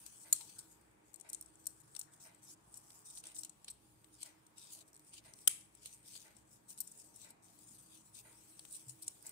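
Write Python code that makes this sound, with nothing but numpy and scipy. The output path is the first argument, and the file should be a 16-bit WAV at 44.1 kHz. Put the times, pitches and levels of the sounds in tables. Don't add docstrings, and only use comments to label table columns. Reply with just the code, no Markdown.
import sys
import numpy as np
from scipy import signal
from scipy.io import wavfile

SR = 44100
rng = np.random.default_rng(int(sys.argv[2]) if len(sys.argv) > 2 else 0)


def invert_db(level):
    return 10 ** (np.asarray(level, dtype=float) / 20)


def master_out(mix):
    frames = np.transpose(np.atleast_2d(mix))
    ceiling = np.clip(frames, -1, 1)
    pcm = np.round(ceiling * 32767).astype(np.int16)
    wavfile.write(sys.argv[1], SR, pcm)


N = 410571

# frequency in Hz, width in Hz, level in dB.
SET_DOWN_MODES = [(1232, 51, -22), (4230, 500, -9.5), (5610, 83, -32), (7000, 89, -3), (7900, 83, -18.5),
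                  (8580, 170, -13.5), (9130, 370, -25), (10320, 91, -8.5), (12160, 820, -14),
                  (14300, 1200, -8.5)]
TOP_HZ = 15700
PORT_GAIN_DB = 9.5
LEFT_LEAD_S = .0005
APPROACH_S = .0016


def unit(x):
    return x / np.sqrt(np.mean(x ** 2) + 1e-20)


def sides(left_right_db):
    return invert_db(np.reshape([left_right_db, -left_right_db], (2, -1)) / 2)


def band(x, low_hz, high_hz):
    edges_hz = [low_hz, min(high_hz, .45 * SR)]
    return signal.sosfilt(signal.butter(2, edges_hz, "band", fs=SR, output="sos"), x)


def resonate(x, hz, width_hz):
    r = np.exp(-np.pi * width_hz / SR)
    zeros = np.array([1, 0, -1]) * (1 - r * r) / 2
    return signal.lfilter(zeros, [1, -2 * r * np.cos(2 * np.pi * hz / SR), r * r], x)


def drift(rate_hz):
    r = np.exp(-64 * np.pi * rate_hz / SR)
    slow = signal.lfilter([1], [1, -2 * r, r * r], rng.standard_normal(N // 32 + 2002))[2000:]
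    return np.interp(np.arange(N) / 32, np.arange(len(slow)), unit(slow))


def two_paths(size, alike):
    shared = rng.standard_normal(size + 64)
    own = rng.standard_normal((2, size))
    lead = int(LEFT_LEAD_S * SR)
    common = np.array([shared[lead:lead + size], shared[:size]])
    return np.sqrt(alike) * common + np.sqrt(1 - alike) * own


def three_parts(noise, gains):
    out = 0
    for gain, (low, high) in zip(gains, [(2400, 5400), (4900, 11320), (11000, 57000)]):
        part = band(noise * gain + 1e-18, low, high)
        part = band(part, 0.87 * low, 0.8 * high)
        out = out + part * np.sqrt(SR / 2 / (min(high, TOP_HZ) - low))
    return out


def burst(rise_s, t60, size):
    t = np.arange(size) / SR
    return np.minimum(t / rise_s, 1) ** 2 * invert_db(-60 * np.maximum(t - rise_s, 0) / t60)


def strokes(rows):
    t, power = np.arange(0, N, 16) / SR, 0
    for peak_s, level_db, rise_s, fall_s in rows:
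        fallen_db = 20 * np.maximum((peak_s - t) / rise_s, (t - peak_s) / fall_s)
        power = power + invert_db(level_db - fallen_db) ** 2
    return np.interp(np.arange(N) / SR, t, power)


def slides():
    # start in seconds, length in seconds, level in dB, swell over the slide in dB, dull part in dB.
    slide_rows = [(2.207, 0.098, -56.5, -12.5, -18.5), (2.424, .12, -56, 4.5, -19),
                  (3.048, 0.16, -53.5, 1.5, -19.5), (3.352, 0.065, -49.5, -3, -26),
                  (4.568, 0.14, -57.5, -5, -9), (4.68, 0.15, -61, 0, -5.5), (5.124, 0.073, -58, 2, -4.5),
                  (7.142, 0.16, -62, -2, -18.5), (8.139, 0.0715, -55.5, 7.5, -13.5),
                  (4.13, 0.073, -65, -9, -19), (6.058, 0.17, -55, 1, -16), (7.429, 0.12, -67.5, -8.5, -15)]
    edge_s = 0.021
    t, power = np.arange(0, N, 16) / SR, 0
    for start_s, length_s, level_db, swell_db, dull_db in slide_rows:
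        gate = np.clip(np.minimum(t - start_s, start_s + length_s - t) / edge_s + .5, 0, 1)
        swell = swell_db * np.clip((t - start_s) / length_s - .5, -1, 1)
        power = power + (gate * invert_db(level_db + swell + np.array([[0], [dull_db]]))) ** 2
    return [np.interp(np.arange(N) / SR, t, p) for p in power]


def patchy(noise, depth_db, rate_hz):
    out = 0
    for k, hz in enumerate(2300 * 2 ** np.arange(0, 3, .2)):
        out = out + (-1) ** k * resonate(noise, hz, .1 * hz) * invert_db(depth_db * drift(rate_hz))
    return unit(out)


def rustle():
    # peak in seconds, level in dB, rise and fall over 20 dB in seconds.
    rub_rows = [(.073, -62, 0.12, 0.27), (.221, -49.5, 0.066, 0.052), (.603, -58.5, 0.05, 0.076),
                (1.6, -65, .02, 0.24), (1.718, -76, 0.31, 0.048), (2.039, -62.5, 0.68, 0.018),
                (2.135, -58.5, 0.023, 0.082), (.72, -60, 0.048, 0.046), (4.885, -63, 0.028, 0.043),
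                (2.76, -55.5, 0.049, 0.06), (2.966, -56.5, 0.4, 0.12), (7.6, -69, .03, .15),
                (4.735, -45, 0.037, 0.071), (5.08, -63, 0.11, 0.084), (5.408, -56.5, 0.069, 0.098),
                (5.942, -56, 0.18, 0.076), (6.368, -64.5, 0.043, 0.094), (6.548, -62, 0.14, .08),
                (6.697, -46.5, 0.02, 0.065), (6.997, -55, 0.086, 0.18), (7.721, -58, 0.23, 0.58),
                (8.75, -50.5, 0.12, 0.16), (1.09, -68.5, .1, .08), (8.908, -51.5, 0.055, 0.035),
                (9.277, -55.5, 0.11, 0.16)]
    # peak in seconds, level in dB, rise and fall in seconds.
    drag_rows = [(.5, -58.5, .4, 0.15), (1.2, -72, 0.1, 1), (2.3, -69, .1, 0.29),
                 (3.26, -52.5, 0.037, 0.097), (3.453, -56.5, 0.034, 0.026), (3.696, -70.5, 0.21, 0.041),
                 (4.22, -49.5, 0.036, 0.096), (5.263, -60, 0.05, 0.073), (5.862, -56.5, 0.13, 0.13),
                 (6.171, -55, 0.145, 0.19), (6.79, -56.5, 0.028, 0.052), (7.24, -57.5, 0.11, 0.069),
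                 (7.956, -57.5, 0.073, 0.074), (9.028, -63.5, 0.022, 0.26)]
    # time in seconds, level in dB.
    grip_rows = [(0., -59.5), (.75, -70.5), (1., -84), (1.75, -91), (2.6, -101), (3.9, -72), (4.45, -78),
                 (5.6, -80.5), (6.45, -89), (6.9, -66.5), (7.36, -100.5), (7.55, -66), (8.1, -73),
                 (8.27, -64.5), (8.62, -64), (9.31, -68)]
    # time in seconds, left-right difference in dB.
    hands_side = [(0.0, 2.5), (0.67, 4), (0.75, 4), (1.5, 1), (5.65, 1.5), (6.58, 4), (7.31, 3.5),
                  (7.54, 4.5), (9.31, 1)]
    # frequency in Hz, width in Hz, level in dB.
    pinched_petal = [(3770, 82, 6), (5300, 670, -9.5)]

    t = np.arange(N) / SR
    rubs, drags = strokes(rub_rows), strokes(drag_rows)
    grip = invert_db(np.interp(t, *np.transpose(grip_rows))) ** 2
    slid, slid_dull = slides()
    level = np.sqrt(rubs + drags + grip + slid)
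    dull = np.sqrt(rubs * invert_db(2 * -17.5) + drags * invert_db(2 * -7) + grip * invert_db(2 * -10.5) + slid_dull)
    bright = np.sqrt(rubs * invert_db(2 * -11.5) + drags * invert_db(2 * -10.5)
                     + grip * invert_db(2 * -7.5) + slid * invert_db(2 * -13.5))

    fibre_snaps = (rng.random(N) < 350. / SR) * invert_db(4.5 * np.minimum(rng.exponential(1, N), 2.2))
    fibres = .8 * signal.lfilter([1], [1, -.94], fibre_snaps)
    grain = unit(invert_db(1.2 * drift(50.0) + 1.57 * drift(25.0)) + fibres)
    grain = grain ** (1 - .6 * grip / level ** 2)
    gain = invert_db(-4.0) * grain * sides(np.interp(t, *np.transpose(hands_side)))
    middle = gain * level / invert_db(PORT_GAIN_DB)

    noise = patchy(two_paths(N, alike=0.057), depth_db=2.5, rate_hz=9.0)
    rubbed = three_parts(noise, [gain * dull, middle, gain * bright])
    under_jaw = rubbed * np.sqrt(slid) / level
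    pinched = sum(invert_db(db) * resonate(under_jaw, hz, width) for hz, width, db in pinched_petal)
    stiff_petals = 0.5 * resonate(rubbed, 5500, 1200)
    return pinched + rubbed + stiff_petals


def contact_rows():
    # time in seconds, peak in dB, bright part in dB, left-right in dB.
    rattles = [(0.588, -39.5, -9, -1), (1.1305, -57, -4, 6), (1.1398, -40.5, -12, 10), (1.157, -49, -5, 11),
               (1.197, -50, -4, 10), (1.2086, -42, -18, 12.5), (1.2973, -39.5, -11, 10),
               (1.3294, -28, -10, -2), (1.3448, -28.5, -23, 6.5), (1.409, -36.5, -8, -3),
               (1.4227, -46, -15, 10), (1.458, -47.5, -28, 10), (1.5533, -56, -17, 10),
               (1.6659, -27, -7.5, 6), (1.9898, -37, -5, 5.5), (1.992, -40, -7, 5), (1.668, -30.5, -18, 6),
               (6.8018, -36.5, 1.5, 13)]
    # time in seconds, peak in dB, bright part in dB, left-right in dB.
    ticks = [(2.7396, -38.5, -40, 6.5), (3.1055, -42.5, -20, 2), (3.2668, -37.5, -28, 4),
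             (3.345, -42, -29, 7), (3.4321, -30, -13, 2), (3.446, -33.5, -13, 1), (3.4926, -39, -16, 7),
             (3.704, -45, -9, -3), (5.7488, -49, -11, 9), (5.829, -44.5, -18, 1),
             (6.3646, -54.5, -27.5, 17), (7.897, -68, -23, 8), (8.734, -46, -13, -7), (9.0778, -23, -23, 2),
             (9.224, -53, 0, -10), (7.587, -51, -14, 10), (2.345, -55, -12, 13), (0.81, -61, -4, 2),
             (.911, -61.5, -11, 0), (8.326, -50.5, -10, 5), (9.291, -43, 3, -4)]
    # time in seconds, peak in dB, dull part in dB, left-right in dB.
    knocks = [(1.6546, -44, -15, 6), (1.948, -39.5, -9, 7), (1.9615, -39, -4.5, 19), (1.964, -45, -9, 3),
              (2.011, -34, -14, 9), (2.902, -47.5, 2.5, 0), (3.2365, -41.5, -1, -3), (3.363, -43, -3, 4),
              (3.643, -42.5, -2, 0), (4.042, -52.5, -1, 4), (4.2283, -30.5, -8, 1), (4.4642, -50, -15, 4),
              (4.5796, -49.5, -4, 15), (5.3344, -44, -7, 3), (5.386, -46.5, -5, -3), (5.856, -33.5, -5, -2),
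              (6.7745, -44.5, -4, 8), (8.591, -38, -4, 3), (8.649, -40.5, -1, 5),
              (8.8925, -41.5, -16.5, 12.5)]
    # time in seconds, peak in dB, dull part in dB, left-right in dB.
    slips = [(0.055, -44, -4.5, 11), (0.401, -43, -1, 8), (2.765, -44, -30, 11), (3.166, -43.5, -6, 2),
             (3.376, -52, -22, 12), (3.674, -41, -1, 0.5), (5.1317, -47, -2, 3), (5.601, -53.5, 0, -3),
             (6.146, -49, 4, 10), (6.696, -52, -3, 13), (6.8661, -44, -16, 5), (6.908, -46, -35, 0),
             (6.9684, -54, -23, -4), (7.153, -47, -27, 7), (7.297, -46, -16, 6), (8.145, -50, -6.5, 4),
             (8.7167, -45, -23, -13), (8.757, -44, -26, -13), (9.259, -38.5, -18, -1)]
    # start in seconds, length in seconds, peak in dB, bright part in dB, left-right in dB.
    chatters = [(.584, .014, -44.5, -8, 0), (1.289, 0.013, -48, -10, 8), (1.325, 0.0045, -56, -12, 0),
                (1.3365, 0.0054, -41, -21, 2), (1.8, 0.018, -58, -10, 13), (6.7815, 0.0092, -45, -18, -5),
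                (6.805, 0.011, -40, -3, 8), (9.016, .004, -58, -5.5, -6), (9.0212, .013, -42, -7, 7),
                (9.041, .006, -49, -8, 1), (9.065, .013, -46, -17, 5), (3.7, 0.014, -43, -11, 1),
                (8.882, .022, -48, -10, 6), (3.385, 0.0086, -41.5, -27, 7), (1.996, 0.0065, -50, -4, 5),
                (8.737, 0.0078, -53, -10, -5), (4.806, 0.012, -53, -17, 5), (6.683, 0.0082, -60, -16, 13),
                (3.151, 0.017, -47, -23, 5), (3.1, 0.0051, -50, -15, 3)]
    # time in seconds, peak in dB.
    creaks = [(4.879, -53), (4.886, -58), (4.9305, -52), (4.942, -51), (4.947, -55), (4.956, -54),
              (4.964, -50.5), (4.975, -54), (4.994, -50), (5.002, -56), (5.048, -57)]

    rows = [(s, db, -21, bright, pan, 0.022, 0) for s, db, bright, pan in rattles]
    rows += [(s, db, -14.5, bright, pan, 0.022, 0) for s, db, bright, pan in ticks]
    rows += [(s, db, dull, -13, pan, 0.02, 0) for s, db, dull, pan in knocks]
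    rows += [(s, db, dull, -12.5, pan, 0.048, 0) for s, db, dull, pan in slips]
    rows += [(s - APPROACH_S, db, -19, bright, pan, .018, hold_s) for s, hold_s, db, bright, pan in chatters]
    rows += [(s - APPROACH_S, db, -12, -10., 0, .018, 0) for s, db in creaks]
    return sorted(rows)


def touch(rise_s, hold_s, t60):
    approach_db, sag_db_per_s = -20.5, 252
    t = np.arange(2000) / SR - APPROACH_S
    onset = np.where(t < 0, invert_db(approach_db), np.clip(t / rise_s, invert_db(approach_db), 1) ** 2)
    decay_db = -60 * np.maximum(t - rise_s - hold_s, 0) / t60
    return onset * invert_db(decay_db - sag_db_per_s * np.clip(t, 0, hold_s))


def clicks():
    gains = np.zeros((3, 2, N + 2000))
    noise = two_paths(N, alike=0.054)
    rows = contact_rows()
    fade_speed = np.array([1, 1, 1.8])[:, None, None]
    for s, peak_db, dull_db, bright_db, pan_db, t60, hold_s in rows:
        rise_s = .0002 + .25 * max(t60 - .022, 0)
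        shape = touch(rise_s, hold_s, t60) ** fade_speed
        part_db = np.array([dull_db, -PORT_GAIN_DB, bright_db])[:, None, None]
        i = round(s * SR)
        gains[:, :, i:i + 2000] += shape * invert_db(peak_db - 4.5 + part_db) * sides(pan_db)
        strike = i + round((APPROACH_S + rise_s) * SR)
        noise[[0, 1], strike + np.array([0, round(LEFT_LEAD_S * SR)])] = invert_db(11.5)
    contact = three_parts(noise, gains[:, :, :N])

    latest = np.searchsorted([row[0] * SR for row in rows], np.arange(N)) - 1
    favour = invert_db(3. * rng.standard_normal((len(rows), len(SET_DOWN_MODES))))
    steel = 0
    for k, (hz, width_hz, _) in enumerate(SET_DOWN_MODES):
        width_hz = max(width_hz, .07 * hz, 350)
        steel = steel + (-1) ** k * resonate(contact * favour[latest, k], hz, width_hz)
    thud = band(rng.standard_normal(N) * gains[0, :, :N] + 1e-18, 300, 2200)
    return invert_db(-16.0) * contact + invert_db(0.5) * steel + invert_db(-8) * thud


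def snaps(damping):
    # time in seconds, peak in dB, left-right in dB, build-up in seconds, burst t60 in seconds.
    snap_rows = [
        (0.3262, -21.5, 2, 0.0004, 0.027),
        (5.473, -28.5, 26, 0.0025, 0.0081),
        (5.475, -20, 4, 0.001, 0.013),
        (5.4766, -16.5, -2, 0.0014, 0.014),
    ]
    # frequency in Hz, width in Hz, level in dB.
    punch_modes = [(378, 400, -19), (1450, 400, -20), (3130, 470, -9), (5150, 570, -12.5),
                   (6520, 140, -15.5), (7660, 200, -17), (8600, 100, -26), (10090, 130, -5.5),
                   (11600, 540, -18), (14900, 2100, -17)]
    out = np.zeros((2, N))
    for row, modes in zip(snap_rows, [SET_DOWN_MODES] + 3 * [punch_modes]):
        s, peak_db, pan_db, rise_s, t60 = row
        envelope = burst(rise_s, t60, size=6000)
        blows = [two_paths(6000, alike=0.43) * envelope + 1e-18 for _ in range(11)]
        sound = invert_db(-12) * band(blows[-1], 1500, 19000)
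        for blow, (hz, width_hz, db) in zip(blows, modes):
            width_hz = damping * max(width_hz, 0.045 * hz)
            sound += invert_db(db + 13) * resonate(blow, hz, width_hz) / np.sqrt(damping)
        i = round(s * SR)
        out[:, i:i + 6000] += sound * invert_db(peak_db) * sides(pan_db)
    return out


def room(x):
    # delay in seconds, level in dB.
    wall_echoes = [(.017, -0.5), (0.036, 6)]
    t60 = 0.37
    t = np.arange(round(.6 * SR)) / SR
    noise = rng.standard_normal((2, len(t))) * (t > .014)
    dull = signal.sosfilt(signal.butter(1, 10000, fs=SR, output="sos"), noise)
    tail = dull * invert_db(-60 * t / t60) + (noise - dull) * invert_db(-60 * t / (.6 * t60))
    tail = tail + 0.6 * resonate(tail, 2800, 1200)
    tail = tail * invert_db(sum(db * np.exp(-((t - s) / 0.0015) ** 2) for s, db in wall_echoes))
    tail /= np.sqrt(np.sum(tail ** 2, axis=1, keepdims=True))
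    return invert_db(-18) * signal.fftconvolve(x, tail, axes=1)[:, :N]


def clock():
    # frequency in Hz, width in Hz, level in dB.
    clock_case = [(650, 84, 5), (890, 95, 3), (1500, 350, -1.5), (2000, 180, 1), (2330, 97, -5),
                  (3840, 200, -5)]
    first_s, t60 = 0.241, 0.45
    since = (np.arange(N) / SR - first_s) % 1.0
    blur = (1 - np.exp(-since / .012)) * invert_db(-60 * since / t60)
    noise = band(rng.standard_normal((2, N)), 400, 3500)
    case = sum(invert_db(db) * resonate(noise, hz, width) for hz, width, db in clock_case)
    return invert_db(-61.5) * blur * unit(case)


def elsewhere():
    # time in seconds, frequency in Hz, level in dB, t60 in seconds.
    far_sounds = [
        (.40, 890, -68.5, 0.46),
        (.56, 1500, -72.5, 0.46),
        (2.08, 1450, -77.5, 0.83),
        (2.07, 1770, -79, 0.72),
        (4.75, 650, -76, 1.0),
        (7.70, 208, -64.5, 0.27),
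        (8.86, 126, -56.5, 0.33),
    ]
    size = 30000
    out = np.zeros((2, N + size))
    for s, hz, level_db, t60 in far_sounds:
        ring = resonate(rng.standard_normal(size), hz, 0.18 * hz)
        ring = unit(resonate(ring, hz, 0.18 * hz))
        i = round(s * SR)
        out[:, i:i + size] += invert_db(level_db) * ring * burst(0.0053, t60, size)
    return out[:, :N]


def at_hz(points, hz):
    points_hz, values = np.transpose(points)
    return np.interp(np.log(hz), np.log(points_hz), values)


def air():
    # frequency in Hz, density in dB per Hz.
    air_density = [(30, -43.5), (55, -12), (120, 5), (250, -1), (500, -4), (900, -4), (1500, -9),
                   (3000, -17.5), (5000, -24), (8000, -32), (12000, -34.5), (16500, -25.5)]
    # frequency in Hz, left-right likeness from -1 to 1.
    likeness = [(60, -0.1), (180, 0.93), (550, -0.33), (1650, -0.19), (4970, -0.077), (15000, -0.1)]
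    # frequency in Hz, width in Hz, level in dB, left-right in dB.
    hum = [(60, 2.6, -85, 2), (113, 18, -80, -1), (306.2, 5.7, -83, -0.5), (319.3, 6.1, -83.5, -11.5),
           (414, 2.9, -94, -14), (822, 7.2, -91, 2.5), (928, 4.5, -89.5, 3)]
    out = 0
    edges_hz = 28 * 2 ** np.arange(0, 9.6, .5)
    white = rng.standard_normal((2, 2, N))
    for k, (low, high) in enumerate(zip(edges_hz, edges_hz[1:])):
        centre_hz = np.sqrt(low * high)
        mid, side = band(white[k % 2], low, high)
        alike = np.clip(at_hz(likeness, centre_hz), -1, 1)
        ports = np.sqrt(1 + alike) * mid + np.sqrt(1 - alike) * side * [[1], [-1]]
        out = out + invert_db(at_hz(air_density, centre_hz) + 1.9 * drift(0.88)) * ports
    out = invert_db(-71) * unit(out)
    white = rng.standard_normal(N)
    for hz, width_hz, level_db, pan_db in hum:
        out += unit(resonate(white, hz, width_hz)) * invert_db(level_db + 2.6 * drift(2.3)) * sides(pan_db)
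    return out


def scene():
    contacts = clicks()
    all_round = contacts + snaps(damping=3.5)
    stapler = contacts + snaps(damping=0.49)
    return stapler + room(all_round) + rustle() + clock() + air() + elsewhere()


def top_cut(x):
    return signal.sosfilt(signal.butter(12, 16640, fs=SR, output="sos"), x)


def record(dry):
    # frequency in Hz, width in Hz, level in dB.
    port_modes = [
        [(8250, 1240, 16.5), (4880, 300, 1.5)],
        [(9250, 920, 17.5), (5490, 1000, -4.5)],
    ]
    heard = []
    for x, modes in zip(dry, port_modes):
        heard.append(x + sum((invert_db(db) - 1) * resonate(x, hz, width) for hz, width, db in modes))
    heard = .6 * np.tanh(np.array(heard) / .6)
    low_pass = signal.cheby2(16, 30, TOP_HZ + 150, fs=SR, output="sos")
    below = signal.sosfiltfilt(low_pass, heard)
    return top_cut(below + invert_db(-30) * (heard - below))


dry = scene()
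out = record(dry)
master_out(out)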